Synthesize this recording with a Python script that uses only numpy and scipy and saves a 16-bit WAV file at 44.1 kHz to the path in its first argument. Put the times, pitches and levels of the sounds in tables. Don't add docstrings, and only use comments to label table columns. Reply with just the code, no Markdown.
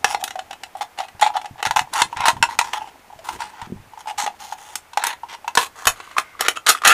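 import sys
import numpy as np
from scipy import signal
from scipy.fft import rfft, irfft
from scipy.io import wavfile
from scipy.ndimage import uniform_filter1d, minimum_filter1d

SR = 44100
rng = np.random.default_rng(int(sys.argv[2]) if len(sys.argv) > 2 else 0)


def wav_record(signal):
    frames = np.transpose(np.atleast_2d(signal))
    bounded = np.clip(frames, -1, 1)
    quanta = np.round(bounded * 32767).astype(np.int16)
    wavfile.write(sys.argv[1], SR, quanta)


N = 305613

# (f/Hz, level/dB)
AIR_SPECTRUM = [(25, 1), (110, 1), (250, -0.5), (500, 2), (850, 6.5), (1400, 2.5), (2200, 0.5), (4000, -8),
                (15000, -14)]
AIR_RMS_DB = -51
HUM_HZ, HUM_RMS_DB = 81, -69.5
# (f/Hz, t60/s)
ROOM_DECAY = [(200, 0.24), (800, 0.11), (2000, 0.12), (5500, 0.11), (14000, 0.12)]
# (f/Hz, level/dB)
SIDE_SPECTRUM = [(300, -22), (800, -31), (3000, -23), (6000, -19), (14000, -12)]
BAND_LIMIT_HZ = 15300
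# (t/s, level/dB)
FAINT_LEVEL = [(5.9, -54), (6.05, -50), (6.25, -48), (6.42, -54)]
# (f/Hz, width/Hz, level/dB)
FAINT_BANDS = [(1530, 40, 1.5), (2070, 170, -4)]
# (t/s, level/dB)
HANDLING_LEVEL = [(0, -53), (1.1, -68), (1.3, -56), (1.8, -74), (1.9, -52), (2.35, -51), (2.9, -54),
                  (3.07, -66), (3.35, -45.5), (3.8, -82), (3.95, -74), (4.3, -53), (4.8, -77), (5.3, -61),
                  (6.93, -62.5)]
# (t/s, level/dB, f/Hz)
BUMP_EVENTS = [(1.151, -44, 101), (1.512, -36, 129), (1.67, -34, 130), (1.705, -41, 110), (1.763, -38, 100),
               (1.815, -35.5, 146), (2.021, -38, 75), (2.058, -42, 165), (2.166, -40, 80),
               (2.203, -36, 118), (2.334, -35.5, 141), (2.365, -34, 121), (2.382, -39, 151),
               (2.406, -33, 117), (3.161, -49, 96.7), (3.339, -52, 93.7), (3.626, -37, 100.6),
               (3.674, -37.5, 198), (3.702, -34.5, 220), (3.724, -23.5, 207), (3.763, -35, 111),
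               (3.802, -40, 90), (3.874, -50, 115), (4.237, -41.5, 252), (5.869, -26.5, 56)]
# (t/s, level/dB)
SHEET_LOOSENESS = [(0, -7), (1.2, -13), (4.3, -12), (5.1, -4.5), (5.8, 1.5), (6.93, -5.5)]
# (f/Hz, width/Hz, level/dB)
BENDING_MODES = [(262, 90, -9), (373, 208, 4), (469, 99, 3)]
# (t/s, f/Hz)
RING_PITCH = [(0, 805), (1.05, 790), (1.24, 850), (1.34, 795), (1.75, 855), (2.05, 926), (2.6, 929),
              (2.8, 840), (3.12, 860), (3.2, 700), (3.28, 907), (4.3, 846.6), (5.45, 921), (5.65, 1100),
              (6.2, 1130), (6.9, 1295)]
# (multiple of the ring pitch, level/dB, t60/s at 850 Hz ring pitch)
HOLLOW_MODES = [(.87, -5.5, 0.17), (1.0, 16, 0.033), (1.13, -9.5, 0.13), (1.42, 3.5, 0.016),
                (.95, -1.5, 0.059)]
# (f/Hz, level/dB)
FRACTURE_SPECTRUM = [(30, -25.5), (150, -27), (350, -18), (550, -15), (800, -0.5), (1100, -5.5),
                     (1750, 2.5), (2300, -2), (3400, -0.5), (4800, -6), (7000, -5.5), (10000, -9.5),
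                     (15000, -22)]
# (f/Hz, level over the crack/dB, t60/s)
WALL_MODES = [(1398, 1.5, 0.024), (2010, -4, 0.051), (2603, 1, 0.06), (2910, -0.5, 0.053), (3070, -6, 0.04),
              (3620, -1, 0.094), (4185, -1.5, 0.039), (5620, -3.5, 0.011), (6650, -2, 0.032)]
# (start t/s, end t/s, level/dB, swell from start to end/dB, brightness/dB per octave)
STROKES = [(0.074, 0.146, -31.5, 3, 1), (0.194, 0.219, -41, 7, -1.5), (0.766, 0.802, -48.5, -1, 3),
           (0.815, 0.832, -31, 3, -1), (0.972, 1.058, -40, -1, -3.5), (1.213, 1.286, -25, -10, -5),
           (1.337, 1.381, -33, 10, -4.5), (1.577, 1.609, -43, 15, -8), (1.758, 1.825, -29.5, -9, 0.5),
           (1.923, 2.016, -28.5, 17, 0), (2.156, 2.252, -33, 15.5, -11), (2.252, 2.308, -21.5, -7, 0),
           (2.49, 2.557, -40.5, -13, -1), (2.634, 2.74, -42, -15, -2.5), (2.728, 2.786, -31, -2, -1),
           (2.789, 2.906, -47, -6, -3), (3.238, 3.368, -41.5, 1, 4.5), (3.384, 3.512, -41.5, -11, -3),
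           (3.5, 3.674, -47.5, 9, -8), (3.976, 4.018, -46.5, 10, 1.5), (4.069, 4.115, -34.5, 4, -2),
           (4.174, 4.257, -28.5, -13.5, 1.5), (4.386, 4.55, -42, -4, 2.5), (4.565, 4.755, -46, 3, 2.5),
           (4.99, 5.03, -33.5, 9, -5), (5.04, 5.143, -30.5, -15, -3.5), (5.283, 5.356, -38.5, 5.5, -5),
           (5.579, 5.676, -29.5, -15, 1), (5.75, 5.857, -44, 11, 1), (5.948, 6.163, -50, -7, -1),
           (6.175, 6.205, -28, -11, 1.5), (6.39, 6.475, -28.5, 5, -4.5), (6.555, 6.575, -30, 13, -3),
           (6.662, 6.708, -13, 9, 1), (6.708, 6.793, -35.5, -11, -1.5), (6.843, 6.932, -11, -1, 0.5)]
# (t/s, level/dB)
STROKE_RING = [(0, 0), (1.4, 6), (3.4, 4.5), (4.3, 1.5), (5.1, -3), (6.9, -4)]
# (stroke level/dB, share of the stroke spent fading in and out)
STROKE_FADE = [(-39, 0.2), (-33, 0.2)]
# (t/s, hollow ring level/dB, crack level/dB)
SNAP_EVENTS = [(0.044, -13, -8.5), (0.146, -17, -21.5), (0.226, -25.5, -54), (0.239, -34, -19.5),
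               (0.277, -37, -27.5), (0.306, -32, -29), (0.355, -26, -37.5), (0.39, -26, -28.5),
               (0.508, -31, -32.5), (0.529, -36, -33), (0.634, -34.5, -28.5), (0.751, -28.5, -46.5),
               (0.809, -21.5, -30), (0.987, -26, -26.5), (1.002, -20, -29), (1.083, -44, -39),
               (1.195, -37.5, -36), (1.212, -33, -23.5), (1.225, -9.5, -15), (1.263, -14, -27.5),
               (1.272, -26, -36), (1.301, -22, -47), (1.354, -19.5, -46), (1.366, -20.5, -28),
               (1.414, -34, -36), (1.444, -29.5, -41), (1.456, -31, -34), (1.627, -21.5, -19.5),
               (1.652, -19, -19.5), (1.661, -22, -19.5), (1.669, -23, -20.5), (1.709, -14.5, -20),
               (1.762, -17, -19.5), (1.769, -14.5, -21), (1.784, -19.5, -37), (1.792, -13.5, -17),
               (1.936, -56, -22), (1.966, -27, -34), (1.988, -21, -25.5), (2.018, -10.5, -8.5),
               (2.127, -24, -37.5), (2.169, -27, -27.5), (2.205, -21, -25), (2.255, -14.5, -19),
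               (2.282, -13.5, -6), (2.366, -30.5, -41.5), (2.426, -10, -6.5), (2.437, -13, -22),
               (2.488, -24.5, -40), (2.589, -17, -8.5), (2.612, -16, -24.5), (2.733, -25, -22.5),
               (2.816, -28, -59), (3.125, -41.5, -52), (3.189, -42, -44), (3.288, -21.5, -26.5),
               (3.404, -25, -31), (3.419, -31, -28.5), (3.615, -30.5, -35), (3.934, -36, -51),
               (3.974, -32.5, -48), (4.057, -33, -47), (4.072, -25.5, -45), (4.108, -27, -37.5),
               (4.263, -24.5, -24), (4.275, -19, -29.5), (4.523, -24.5, -34), (4.755, -36, -21),
               (4.932, -38, -38), (4.973, -15, -20), (5.038, -26, -16.5), (5.068, -29, -18.5),
               (5.233, -28, -47), (5.444, -35.5, -45), (5.478, -22.5, -26), (5.552, -33, -19),
               (5.573, -12, -6.5), (5.854, -33.5, -23.5), (5.87, -12, -2.5), (6.0, -39, -35.5),
               (6.111, -43, -41.5), (6.166, -20.5, -34), (6.182, -15, -14), (6.408, -49, -14.5),
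               (6.483, -17.5, -8.5), (6.668, -25.5, -18), (6.691, -22, -1), (6.749, -20.5, -30),
               (6.818, -28.5, -32), (6.836, -21.5, -29), (6.85, -20, -10.5), (6.874, -24, 0.5)]
# (crack minus ring level/dB, brightness/dB per octave)
SNAP_BRIGHTNESS = [(-34, -4.5), (8, -3), (10, 4.5)]


def amp(db):
    return 10 ** (np.asarray(db) / 20)


def rms(x):
    return np.sqrt(np.mean(x ** 2) + 1e-20)


def seconds(size):
    return np.arange(size) / SR


def follow(points, x):
    return np.interp(x, *np.transpose(points))


def read(points, hz):
    f, value = np.transpose(points)
    return np.interp(np.log(hz + 1), np.log(f), value)


def add(mix, s, sound):
    part = mix[max(round(s * SR), 0):][:len(sound)]
    part += sound[:len(part)]


def colour(x, points):
    gain = amp(read(points, np.fft.rfftfreq(N, 1 / SR)))
    return irfft(rfft(x) * gain, N)


def resonate(x, modes):
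    return sum(amp(db) * signal.lfilter(*signal.iirpeak(hz, hz / width, SR), x) for hz, width, db in modes)


def air():
    noise = colour(rng.standard_normal(N), AIR_SPECTRUM)
    hum = np.sqrt(2) * np.sin(2 * np.pi * HUM_HZ * seconds(N))
    return amp(AIR_RMS_DB) * noise / rms(noise) + amp(HUM_RMS_DB) * hum


def room(x, delay_s=.005, size=16384):
    taps = rng.standard_normal(size) * (rng.random(size) < 4000 / SR)
    hz, t, bands = signal.stft(taps, SR, nperseg=256)
    decay = amp(-60 * t / read(ROOM_DECAY, hz)[:, None])
    tail = signal.istft(bands * decay, SR, nperseg=256)[1]
    tail = np.concatenate([np.zeros(round(delay_s * SR)), tail / np.linalg.norm(tail)])
    return signal.fftconvolve(x, tail)[:N]


def faint_noise():
    bands = resonate(rng.standard_normal(N), FAINT_BANDS)
    level_db = np.interp(seconds(N), *np.transpose(FAINT_LEVEL), left=-np.inf, right=-np.inf)
    return amp(level_db) * bands / rms(bands)


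def can_pitch(s):
    return follow(RING_PITCH, s)


def hollow_ring(hz, low_edge=1.0, size=4096):
    t = seconds(size)
    damping = (hz / 850) ** 1.6
    ring = sum(amp(db - 60 * damping * t / t60) * np.sin(2 * np.pi * hz * ratio * t)
               for ratio, db, t60 in HOLLOW_MODES)
    return signal.sosfilt(signal.butter(6, low_edge * hz, "high", fs=SR, output="sos"), ring)


def crack_click(bright_db, patchy_db=2, size=4096):
    hz, t = abs(np.fft.fftfreq(size, 1 / SR)), seconds(size)
    place = np.column_stack([np.geomspace(1200, 15000, 16), rng.standard_normal(16)])
    tilt_db = bright_db * np.log2(np.maximum(hz, 2500) / 2500)
    gain_db = read(FRACTURE_SPECTRUM, hz) + tilt_db + patchy_db * read(place, hz)
    click = np.fft.ifft(np.exp(np.conj(signal.hilbert(np.log(amp(gain_db)))))).real
    bends = 1 + 0.026 * rng.standard_normal(len(WALL_MODES))
    wall = 0
    for (f, db, t60), bend in zip(WALL_MODES, bends):
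        unit_peak = 2 * np.log(1000) / (t60 * SR)
        wall = wall + amp(db - 60 * t / t60) * np.cos(2 * np.pi * f * bend * t) * unit_peak
    return click + signal.fftconvolve(click, wall)[:size]


def handling(rustle_db=-4, hollow_db=-22, rub_db=-1, flutter_db=4):
    t = seconds(N)
    touch = amp(follow(HANDLING_LEVEL, t))
    grip = colour(rng.standard_normal(N), [(8, -10.0), (40, -3.0), (120, -41)])
    slide = amp(flutter_db * grip / rms(grip)) * rng.standard_normal(N)
    rustle = signal.fftconvolve(slide, crack_click(-1.0))[:N]
    rub = colour(slide, [(25, -21), (70, 6.5), (130, -6.0), (350, 2.0), (700, -8), (2000, -54)])
    strength = amp(7 * np.minimum(rng.exponential(1, N), 2.5)) * rng.choice([-1, 1], N)
    nudges = strength * (rng.random(N) < 45 / SR)
    swings = signal.sosfilt(signal.butter(2, 95, fs=SR, output="sos"), nudges)
    hollow = swings * np.sin(2 * np.pi * np.cumsum(can_pitch(t)) / SR)
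    skin = amp(rustle_db) * rustle / rms(rustle) + amp(rub_db) * rub / rms(rub)
    return touch * skin + np.sqrt(touch) * amp(hollow_db) * hollow / rms(hollow)


def bumps(t60=0.022, thud_db=-1, upper_db=-7, size=4096):
    out, t = np.zeros(N), seconds(size)
    for s, db, hz in BUMP_EVENTS:
        turn = 2 * np.pi * hz * t
        tone = np.sin(turn) + amp(upper_db) * np.sin(1.63 * turn)
        thud = tone * amp(-60 * t / t60) * (1 - np.exp(-t / 0.006))
        add(out, s - .002, amp(db + thud_db) * thud / rms(thud[:round(.01 * SR)]))
    return out


def flex(cutting):
    return 2 * resonate(cutting, BENDING_MODES) * amp(follow(SHEET_LOOSENESS, seconds(N)))


def burst(rise_s, decay_s, size=1500):
    t = seconds(size)
    return rng.standard_normal(size) * (1 - np.exp(-t / rise_s)) * np.exp(-t / decay_s)


def fractures(size, scrape):
    strength = amp(3.5 * np.minimum(rng.exponential(1, size), 3)) * rng.choice([-1, 1], size)
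    return strength * (rng.random(size) < 170 / SR) + scrape * rng.standard_normal(size)


def catching(size, lumps_db, lump_s):
    knots = np.arange(0, 1, abs(lump_s))
    return amp(lumps_db * np.interp(seconds(size), knots, rng.uniform(-1.16, 1, len(knots))))


def shears(ring_db=-2, crackle_db=-1, wander=0.033, smear_s=0.00096, lumps_db=3, lump_s=.009, count=4):
    out, scrape = np.zeros(N), .06
    for start, end, db, swell_db, bright_db in STROKES:
        n = round(abs(end - start) * SR)
        hz = can_pitch((start + end) / 2)
        hollow_db = db + follow(STROKE_RING, start)
        force = amp(swell_db * np.linspace(-.5, .5, n))
        fade = signal.windows.tukey(n, follow(STROKE_FADE, db))
        contact = fade * catching(n, lumps_db, lump_s)
        ring = crackle = 0
        for _ in range(count):
            spot = fractures(n, scrape) * force * contact
            grain = signal.fftconvolve(burst(smear_s / 10, smear_s), crack_click(bright_db, patchy_db=3.5))
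            crackle = crackle + signal.fftconvolve(spot, grain)
            spot_hz = hz * (1 + wander * rng.standard_normal())
            ring = ring + signal.fftconvolve(spot, hollow_ring(spot_hz))
        add(out, start, rms(force) * amp(hollow_db + ring_db) * ring / rms(ring[:n]))
        add(out, start, rms(force) * amp(db + crackle_db) * crackle / rms(crackle[:n]))
    return out


def snaps(rise_s=0.00068, slip_s=0.0066, ring_db=-1, crack_db=-1, wander=0.032, vary_db=.6):
    out, tear_s = np.zeros(N), .0033
    attack = round(.008 * SR)
    variations = rng.standard_normal((len(SNAP_EVENTS), 2))
    for (s, hollow_db, sharp_db), (detune, place) in zip(SNAP_EVENTS, variations):
        build_s = np.interp(sharp_db, [-38, -24], [slip_s, rise_s])
        bright_db = follow(SNAP_BRIGHTNESS, sharp_db - hollow_db) + vary_db * place
        crack = signal.fftconvolve(burst(build_s, tear_s), crack_click(bright_db))
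        ring = hollow_ring(can_pitch(s) * (1 + wander * detune))
        ring = ring * (1 - np.exp(-seconds(len(ring)) / (.5 * build_s)))
        add(out, s, amp(sharp_db + crack_db) * crack / rms(crack[:attack]))
        add(out, s, amp(hollow_db + ring_db) * ring / rms(ring[:attack]))
    return out


def scene(room_db=-10, apart_db=-7):
    cutting = snaps() + shears()
    near = cutting + flex(cutting) + faint_noise() + bumps() + handling()
    mid = near + amp(room_db) * room(near) + air()
    side = amp(apart_db) * colour(room(near, delay_s=0) + air(), SIDE_SPECTRUM)
    return np.array([mid + side, mid - side])


def record(dry, ceiling=1.0, size=24):
    gain = np.minimum(1, ceiling / (abs(dry).max(0) + 1e-9))
    limited = dry * uniform_filter1d(minimum_filter1d(gain, size), size)
    low_pass = signal.firwin(511, BAND_LIMIT_HZ, window=("kaiser", 8), fs=SR)
    return signal.oaconvolve(limited, low_pass[None], "same")


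dry = scene()
out = record(dry)
wav_record(out)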